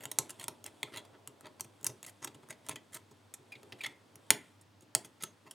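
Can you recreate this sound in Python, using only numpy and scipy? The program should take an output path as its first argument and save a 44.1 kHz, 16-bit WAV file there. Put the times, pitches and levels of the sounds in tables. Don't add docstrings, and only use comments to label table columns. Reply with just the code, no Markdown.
import sys
import numpy as np
from scipy import signal
from scipy.fft import rfft, irfft, next_fast_len
from scipy.io import wavfile
from scipy.ndimage import uniform_filter1d

SR = 44100
rng = np.random.default_rng(int(sys.argv[2]) if len(sys.argv) > 2 else 0)


def inscribe(sig):
    pcm = np.round(np.clip(np.atleast_2d(sig).T, -1, 1) * 32767)
    wavfile.write(sys.argv[1], SR, pcm.astype(np.int16))


N = 244314
SHORT, MID, LONG = 1024, 2048, 5120

# pitch in Hz, relative level in dB, time to fall 60 dB in seconds.
LEVER_MODES = [(5640, -10.5, 0.0075), (6605, -2.5, 0.0058), (7040, -9.5, 0.011), (7480, -2, 0.004),
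               (8210, -1.5, 0.0039), (8610, -4.5, 0.0077), (9190, 0.5, 0.0027), (10300, -0.5, 0.0035),
               (11200, -6, 0.0033), (13300, -7, .003), (14000, -17.5, 0.0038), (14800, -12, .004),
               (16000, -17.5, .003)]
CASE_MODES = [(2690, -5, 0.013), (3090, -6.5, 0.0088), (3295, 0.5, .007), (3670, -1.5, .006),
              (4450, -2.5, 0.0065), (4920, -4, 0.0029)]
VISE_MODES = [(613, -8.5, 0.038), (830, -6.5, 0.0095), (928, -1, 0.017), (999, -5.5, 0.018),
              (1320, -2, .012), (1660, -4.5, 0.0068)]


def undb(db):
    return 10 ** (np.asarray(db) / 20)


def unit(x):
    return x / np.sqrt(np.sum(x ** 2))


def over_pitch(table):
    hz, value = np.transpose(table)
    return lambda f: np.interp(np.log(f), np.log(hz), value)


def fader(table):
    seconds, db = np.transpose(table)
    return undb(np.interp(np.arange(N) / SR, seconds, db))


def band(hz, octaves):
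    return lambda f: np.exp(-(np.log2(f / hz) / octaves) ** 2)


def noise(gain, size=N):
    padded = next_fast_len(size)
    hz = np.arange(padded // 2 + 1) * SR / padded + 1
    spectrum = rfft(rng.standard_normal(padded)) * gain(hz)
    return unit(irfft(spectrum, padded)[:size]) * np.sqrt(size)


def stereo_noise(gain, likeness, size=N):
    mid = noise(gain, size)
    side_gain = lambda f: gain(f) * np.sqrt((1 - likeness(f)) / (1 + likeness(f)))
    hz = np.arange(1, SR / 2)
    side = noise(side_gain, size) * np.sqrt(np.sum(side_gain(hz) ** 2) / np.sum(gain(hz) ** 2))
    return np.array([mid + side, mid - side])


def room_tone():
    # frequency in Hz, relative level in dB.
    colour = [(18, -65), (30, -39.5), (70, -25.5), (81, -11), (100, -2.5), (131, -12), (233, -12.5),
              (303, -8.5), (328, -21), (486, -24), (760, -29), (822, -18.5), (1190, -21.5), (4910, -29),
              (16000, -44)]
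    # time in seconds, level in dB.
    low_levels = [(0.0, -61), (0.23, -65), (0.66, -68), (1.02, -64), (1.27, -66), (1.56, -67),
                  (2.27, -71.5), (2.41, -67.5), (3.22, -71), (3.75, -64), (3.96, -69.5), (4.35, -67),
                  (4.52, -73), (5.54, -73.5)]
    # frequency in Hz, share common to left and right.
    image = [(60, 1), (130, 0.85), (290, 0.59), (640, 0.47), (1410, 0.58), (3100, 0.66), (6820, 0.83),
             (15000, 0.83)]
    likeness = over_pitch(image)
    bed = undb(-67) * stereo_noise(lambda f: undb(over_pitch(colour)(f)), likeness)
    low_noise = fader(low_levels) * stereo_noise(band(hz=450, octaves=1.31), likeness)
    return bed + low_noise


def mains_hum(steady_hz=104, steady_db=-77.5):
    # pitch in Hz, rms level in dB, half-width in Hz.
    lines = [(101.1, -73, 1.7), (234.7, -81.5, 8.7), (309, -80, 4.6), (598.6, -85, 6)]
    wavering = sum(undb(db) * noise(lambda f: 1 / (1 + ((f - hz) / width) ** 2))
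                   for hz, db, width in lines)
    return wavering + undb(steady_db) * np.sqrt(2) * np.sin(2 * np.pi * steady_hz * np.arange(N) / SR)


def room_reverb(x, rise_ms=1.4, likeness=.91, size=16384):
    # centre in Hz, weight in dB, time to fall 60 dB in seconds.
    bands = [(259, -2, 0.39), (700, -3.5, 0.24), (1800, -12, 0.36), (4060, -10, 0.18), (8000, -19.5, .2),
             (13010, -18.5, .18)]
    t = np.arange(size) / SR
    rise = (1 - np.exp(-1000 * t / rise_ms)) ** 2
    tail = 0
    for hz, db, t60 in bands:
        wash = stereo_noise(band(hz, octaves=.94), lambda f: likeness, size)
        envelope = unit(rise * np.exp(-np.log(1000) * t / t60))
        tail = tail + undb(db) * wash * envelope * np.sqrt(hz / SR)
    return signal.oaconvolve(x[None], tail, axes=1)[:, :N]


def close_up(x, bounce_db=-25.5, decay_ms=2, low_cut_hz=696):
    t_ms = 1000 * np.arange(SHORT) / SR
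    bounces = unit(rng.standard_normal(SHORT) * np.exp(-t_ms / decay_ms))
    side = undb(bounce_db) * signal.oaconvolve(x, bounces)[:N]
    side = signal.sosfilt(signal.butter(2, low_cut_hz, "high", fs=SR, output="sos"), side)
    return np.array([x + side, x - side])


def ring(modes, size, scatter_db=1.5, detune=.016, linger_db=-27, linger_times=6):
    hz, db, t60 = np.transpose(modes)[:, :, None]
    level_draw, pitch_draw = rng.standard_normal((2, len(modes), 1))
    t = np.arange(size) / SR
    fall = -np.log(1000) * t / t60
    linger = undb(linger_db) * np.exp(fall / linger_times) * (1 - t / t[-1])
    phase = 2 * np.pi * (hz * (1 + detune * pitch_draw) * t + rng.random((len(modes), 1)))
    partials = undb(db + scatter_db * level_draw) * (np.exp(fall) + linger) * np.sin(phase)
    return unit(np.sum(partials, 0))


def burst(size, hz, octaves, db, t60):
    age = np.arange(size) / SR / t60
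    envelope = (1 - np.exp(-age / .02)) * np.exp(-np.log(1000) * age)
    return undb(db) * unit(noise(band(hz, octaves), size) * envelope)


def tool_drag():
    # time in seconds, level in dB.
    levels = [(0.0, -70.5), (0.32, -65.5), (0.62, -76.5), (0.85, -67), (1.22, -79), (1.99, -72.5),
              (2.28, -74.5), (3.33, -78), (3.68, -72.5), (4.09, -78), (4.44, -68), (4.63, -85),
              (4.88, -94.5), (5.01, -75), (5.54, -80)]
    out = 0
    for _ in range(3):
        slips = rng.standard_normal(N) * (rng.random(N) < .06)
        slips *= undb(1.5 * rng.exponential(size=N))
        body = ring(LEVER_MODES, SHORT) + undb(1) * ring(CASE_MODES, SHORT)
        body += undb(-3) * ring(VISE_MODES, SHORT)
        out = out + signal.oaconvolve(slips, body)[:N]
    return unit(out) * np.sqrt(N) * fader(levels)


def bench_thud(db, push_ms=.6):
    # pitch in Hz, relative level in dB, time to fall 60 dB in seconds.
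    bench_modes = [(125, -2.5, .12), (150, -6.5, 0.13), (235, -2.5, 0.17), (299.8, -1, .12),
                   (358, -1, 0.13), (431, 3, 0.098), (496, -1.5, 0.092)]
    t_ms = 1000 * np.arange(SHORT) / SR
    push = t_ms * np.exp(-t_ms / push_ms)
    body = ring(bench_modes, LONG) + burst(LONG, hz=400, octaves=.8, db=-2.5, t60=.27)
    return undb(db) * unit(signal.fftconvolve(body, push))


def pick_squeaks():
    # start and length in seconds, first and last pitch in Hz,
    # gain in dB, octave against the tone in dB, roughness from 0 to 1.
    squeaks = [(0.976, .034, 3296, 3370, -42.5, -30, 0.25), (.8303, .006, 2150, 2000, -24, -20, .3),
               (2.074, .022, 2003, 2000, -48, -25, 0.1), (2.765, 0.033, 1980, 1940, -49, -25, .1),
               (3.519, 0.031, 2474, 2374, -38, -17, 0.42), (3.552, 0.015, 2250, 2200, -45, -16, 0),
               (3.806, 0.024, 2430, 2240, -36, -24, 0.5), (3.837, .02, 2250, 2110, -34, -21, 0.6),
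               (3.855, 0.022, 2170, 2030, -31, -18, .5), (5.24, 0.078, 6400, 6450, -51, -41, 0.5)]
    out = np.zeros(N)
    for start, length, first_hz, last_hz, db, octave_db, rough in squeaks:
        u = np.linspace(0, 1, int(length * SR))
        wobble = 8 * uniform_filter1d(rng.standard_normal((2, LONG)), size=64)[:, :len(u)]
        hz = (first_hz + (last_hz - first_hz) * u) * (1 + .04 * rough * wobble[0])
        phase = 2 * np.pi * np.cumsum(hz) / SR
        tone = np.sin(phase) + undb(octave_db) * np.sin(2 * phase)
        envelope = np.minimum(u / .12, 1) * np.exp(-2.5 * u) * np.minimum((1 - u) / .1, 1)
        i = int(start * SR)
        out[i:i + len(u)] += undb(db) * envelope * (1 + rough * wobble[1]) * tone
    return out


def soften(grit, dullness=.3):
    return signal.lfilter([1], [1, -dullness], grit)


def scrape_force(length, slips_per_s=2500, spread_db=3):
    size = MID + SHORT
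    u = np.linspace(0, size / (length * SR), size)
    slips = rng.standard_normal(size) * (rng.random(size) < slips_per_s / SR)
    slips *= undb(spread_db * rng.exponential(size=size))
    return soften(slips) * np.clip(np.minimum(u / .29, (1 - u) / .35), 0, 1)


def click_force(contact_ms, gritty_above_ms=.65, rattle_db=-8, rattle_ms=4.9):
    t_ms = 1000 * np.arange(MID) / SR
    age = t_ms / contact_ms
    grit, chatter = soften(rng.standard_normal((2, MID)) * undb(1.2 * rng.exponential(size=(2, MID))))
    envelope = (1 - np.exp(-age / .37)) * np.exp(-age / 3.9)
    force = unit(grit * envelope) * contact_ms / gritty_above_ms
    force[0] += 1
    rattle = unit(chatter * np.exp(-t_ms / rattle_ms))
    return unit(force) + undb(rattle_db) * rattle


def strike(start, force, levers_db, case_db, shank_db, vise_db, shank_hz=2000, shank_t60=.008):
    levers = ring(LEVER_MODES, SHORT) + burst(SHORT, hz=9500, octaves=.6, db=-5, t60=.008)
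    case = ring(CASE_MODES, SHORT) + burst(SHORT, hz=3100, octaves=.55, db=-4, t60=.012)
    shank = ring([(shank_hz, 0, shank_t60), (2 * shank_hz, -14, shank_t60)], SHORT)
    vise = ring(VISE_MODES, MID)
    parts = [(levers, levers_db), (case, case_db), (shank, shank_db), (vise, vise_db)]
    rings = [undb(db) * unit(signal.fftconvolve(body, force)) for body, db in parts]
    return [(start, sound) for sound in rings + [bench_thud(vise_db - 3)]]


def picking(tapped_shank_db=-6, rubbed_shank_db=1.5):
    # start in seconds, ring energy of levers, case and vise in dB, contact time in ms.
    clicks = [(0.0358, -23, -32, -28, 1.8), (0.0545, -16, -20.5, -21, 0.45),
              (0.1152, -11.5, -21.5, -26.5, 0.64), (.187, 2.5, -9, -11, 0.29),
              (0.2948, -21, -27.5, -29, 0.88), (0.3045, -18, -28.5, -30, 0.88),
              (0.3969, -23.5, -24.5, -32, 0.87), (.4116, -28, -28, -32, 2.5), (.4288, -27, -31, -32, 1.4),
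              (0.441, -17.5, -25, -30, 0.38), (0.482, -11, -18.5, -17.5, 0.44),
              (.6419, -21.5, -36.5, -33, .4), (.6634, -18, -29, -28, 0.14), (0.8305, -15.5, -11, -18, 0.33),
              (.9612, -27, -25, -28, .52), (0.9714, -19.5, -20, -23, 1.9), (1.0498, -39, -37.5, -40, 1.9),
              (1.2746, -19, -28.5, -29.5, 0.083), (1.409, -32, -43.5, -36, 0.19),
              (1.4571, -37, -34, -30, .97), (1.4676, -36, -32, -30, .9), (1.597, -31, -30.5, -27.5, 1),
              (1.6078, -10.5, -26.5, -28.5, 0.38), (1.6452, -31, -39.5, -42, 1), (1.812, -38, -50, -41, .2),
              (1.8301, -30, -43, -40, .1), (1.8446, -8.5, -26.5, -27.5, 0.051),
              (1.8664, -2, -20, -21, 0.74), (2.0292, -22, -30, -32.5, 0.43), (2.064, -21, -33.5, -39, 1.6),
              (2.0946, -27.5, -46, -42.5, 1.1), (2.2457, -11.5, -23.5, -20.5, 0.77),
              (2.2735, -25.5, -21.5, -24.5, 1.14), (2.3453, -34, -35.5, -36.5, 1.7),
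              (2.4879, -34.5, -50, -36, .33), (2.6653, -30.5, -44.5, -37, 0.36),
              (2.687, -17.5, -24, -23, .4), (2.6939, -11, -22, -17, 0.41), (2.758, -23, -20.5, -27, 1.15),
              (2.9443, -16.5, -29, -35, 1.3), (3.111, -39, -47, -41, 1.8), (3.3392, -17.5, -29.5, -46, 1.3),
              (3.5205, -35.5, -32.5, -44, 2.1), (3.5534, -49, -30, -48, 2), (3.6314, -37, -38, -37, 0.3),
              (3.723, -37, -22.5, -37, 0.18), (3.811, -31, -24, -45, 2.5), (3.8358, -21, -17, -37, 2.5),
              (3.8634, -19, -17, -26, 0.82), (4.1565, -28, -41.5, -42, 0.36), (4.305, 9, 1, -7, 0.2),
              (4.612, -35, -53, -50, 1.4), (4.8085, -37.5, -58, -55, 0.49),
              (4.8198, -39, -46.5, -48.5, 2.4), (4.9501, 3, -5.5, -11.5, .25),
              (5.047, -25, -30.5, -34, 2.3), (5.2239, -17.5, -38, -49, 1.1),
              (5.236, -10.5, -19.5, -21, 0.71), (5.5102, -21, -27, -35, 1.2)]
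    # start and length in seconds, total energy of levers, case and vise in dB.
    scrapes = [(.002, 0.049, -27.5, -30, -31), (0.386, 0.055, -26, -28, -28),
               (.647, 0.048, -28, -27, -28.5), (0.871, .02, -52, -48, -32), (.92, 0.064, -28, -24, -24),
               (0.974, .036, -33, -32.5, -38), (1.128, .042, -56, -39, -31), (1.433, .06, -42, -30, -25),
               (1.85, 0.017, -25, -30, -25.5), (1.885, 0.025, -29, -33, -26),
               (2.037, .018, -27, -30.5, -37), (2.069, 0.026, -27.5, -31, -32),
               (2.218, 0.037, -21, -28.5, -23.5), (2.425, 0.017, -46, -43, -35),
               (2.494, 0.025, -18.5, -25, -24), (2.521, 0.015, -37, -36, -35),
               (2.644, 0.044, -37, -36.5, -32), (2.696, .04, -24, -25, -26),
               (2.919, 0.037, -24.5, -33, -35), (2.947, .03, -22, -27.5, -24),
               (3.722, 0.015, -38.5, -29, -38), (3.783, .025, -41, -38, -41), (3.83, .034, -30, -14, -36),
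               (3.882, 0.056, -40, -41, -36), (5.202, 0.019, -35, -31, -31.5), (5.26, .018, -49, -39, -38),
               (5.455, 0.036, -41.5, -38, -31)]
    # start in seconds, energy in dB.
    extra_thuds = [(.029, -28.5), (.649, -33), (.932, -30.5), (1.049, -39), (1.279, -29), (1.458, -28.5),
                   (1.6464, -28.5), (1.83, -28), (1.892, -19), (2.3453, -24), (2.431, -30), (2.687, -22),
                   (2.731, -25.5), (2.945, -31), (3.111, -31), (3.391, -29.5), (3.554, -28), (3.632, -28),
                   (3.727, -24.5), (3.8934, -28.5), (4.1556, -32.5), (4.821, -33.5), (5.047, -28.5),
                   (5.223, -26), (5.466, -35)]
    sounds = []
    for start, levers_db, case_db, vise_db, contact_ms in clicks:
        force = click_force(contact_ms)
        sounds += strike(start, force, levers_db, case_db, case_db + tapped_shank_db, vise_db)
    for start, length, levers_db, case_db, vise_db in scrapes:
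        force = scrape_force(length)
        sounds += strike(start, force, levers_db, case_db, case_db + rubbed_shank_db, vise_db)
    sounds += [(start, bench_thud(db)) for start, db in extra_thuds]
    out = np.zeros(N + SR)
    for start, sound in sounds:
        i = int(start * SR)
        out[i:i + len(sound)] += sound
    return out[:N]


def scene():
    lock = picking() + pick_squeaks() + tool_drag()
    return close_up(lock) + room_reverb(lock) + room_tone() + mains_hum()


def record(dry, tilt_db=.16, drive=.8, top_hz=16600):
    treble = signal.sosfilt(signal.butter(1, 6000, "high", fs=SR, output="sos"), dry)
    x = dry + (undb([[-tilt_db], [tilt_db]]) - 1) * treble
    x = signal.sosfilt(signal.butter(4, 85, "high", fs=SR, output="sos"), x)
    x = np.tanh(drive * x) / drive
    return signal.sosfilt(signal.ellip(10, .2, 80, top_hz, fs=SR, output="sos"), x)


dry = scene()
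out = record(dry)
inscribe(out)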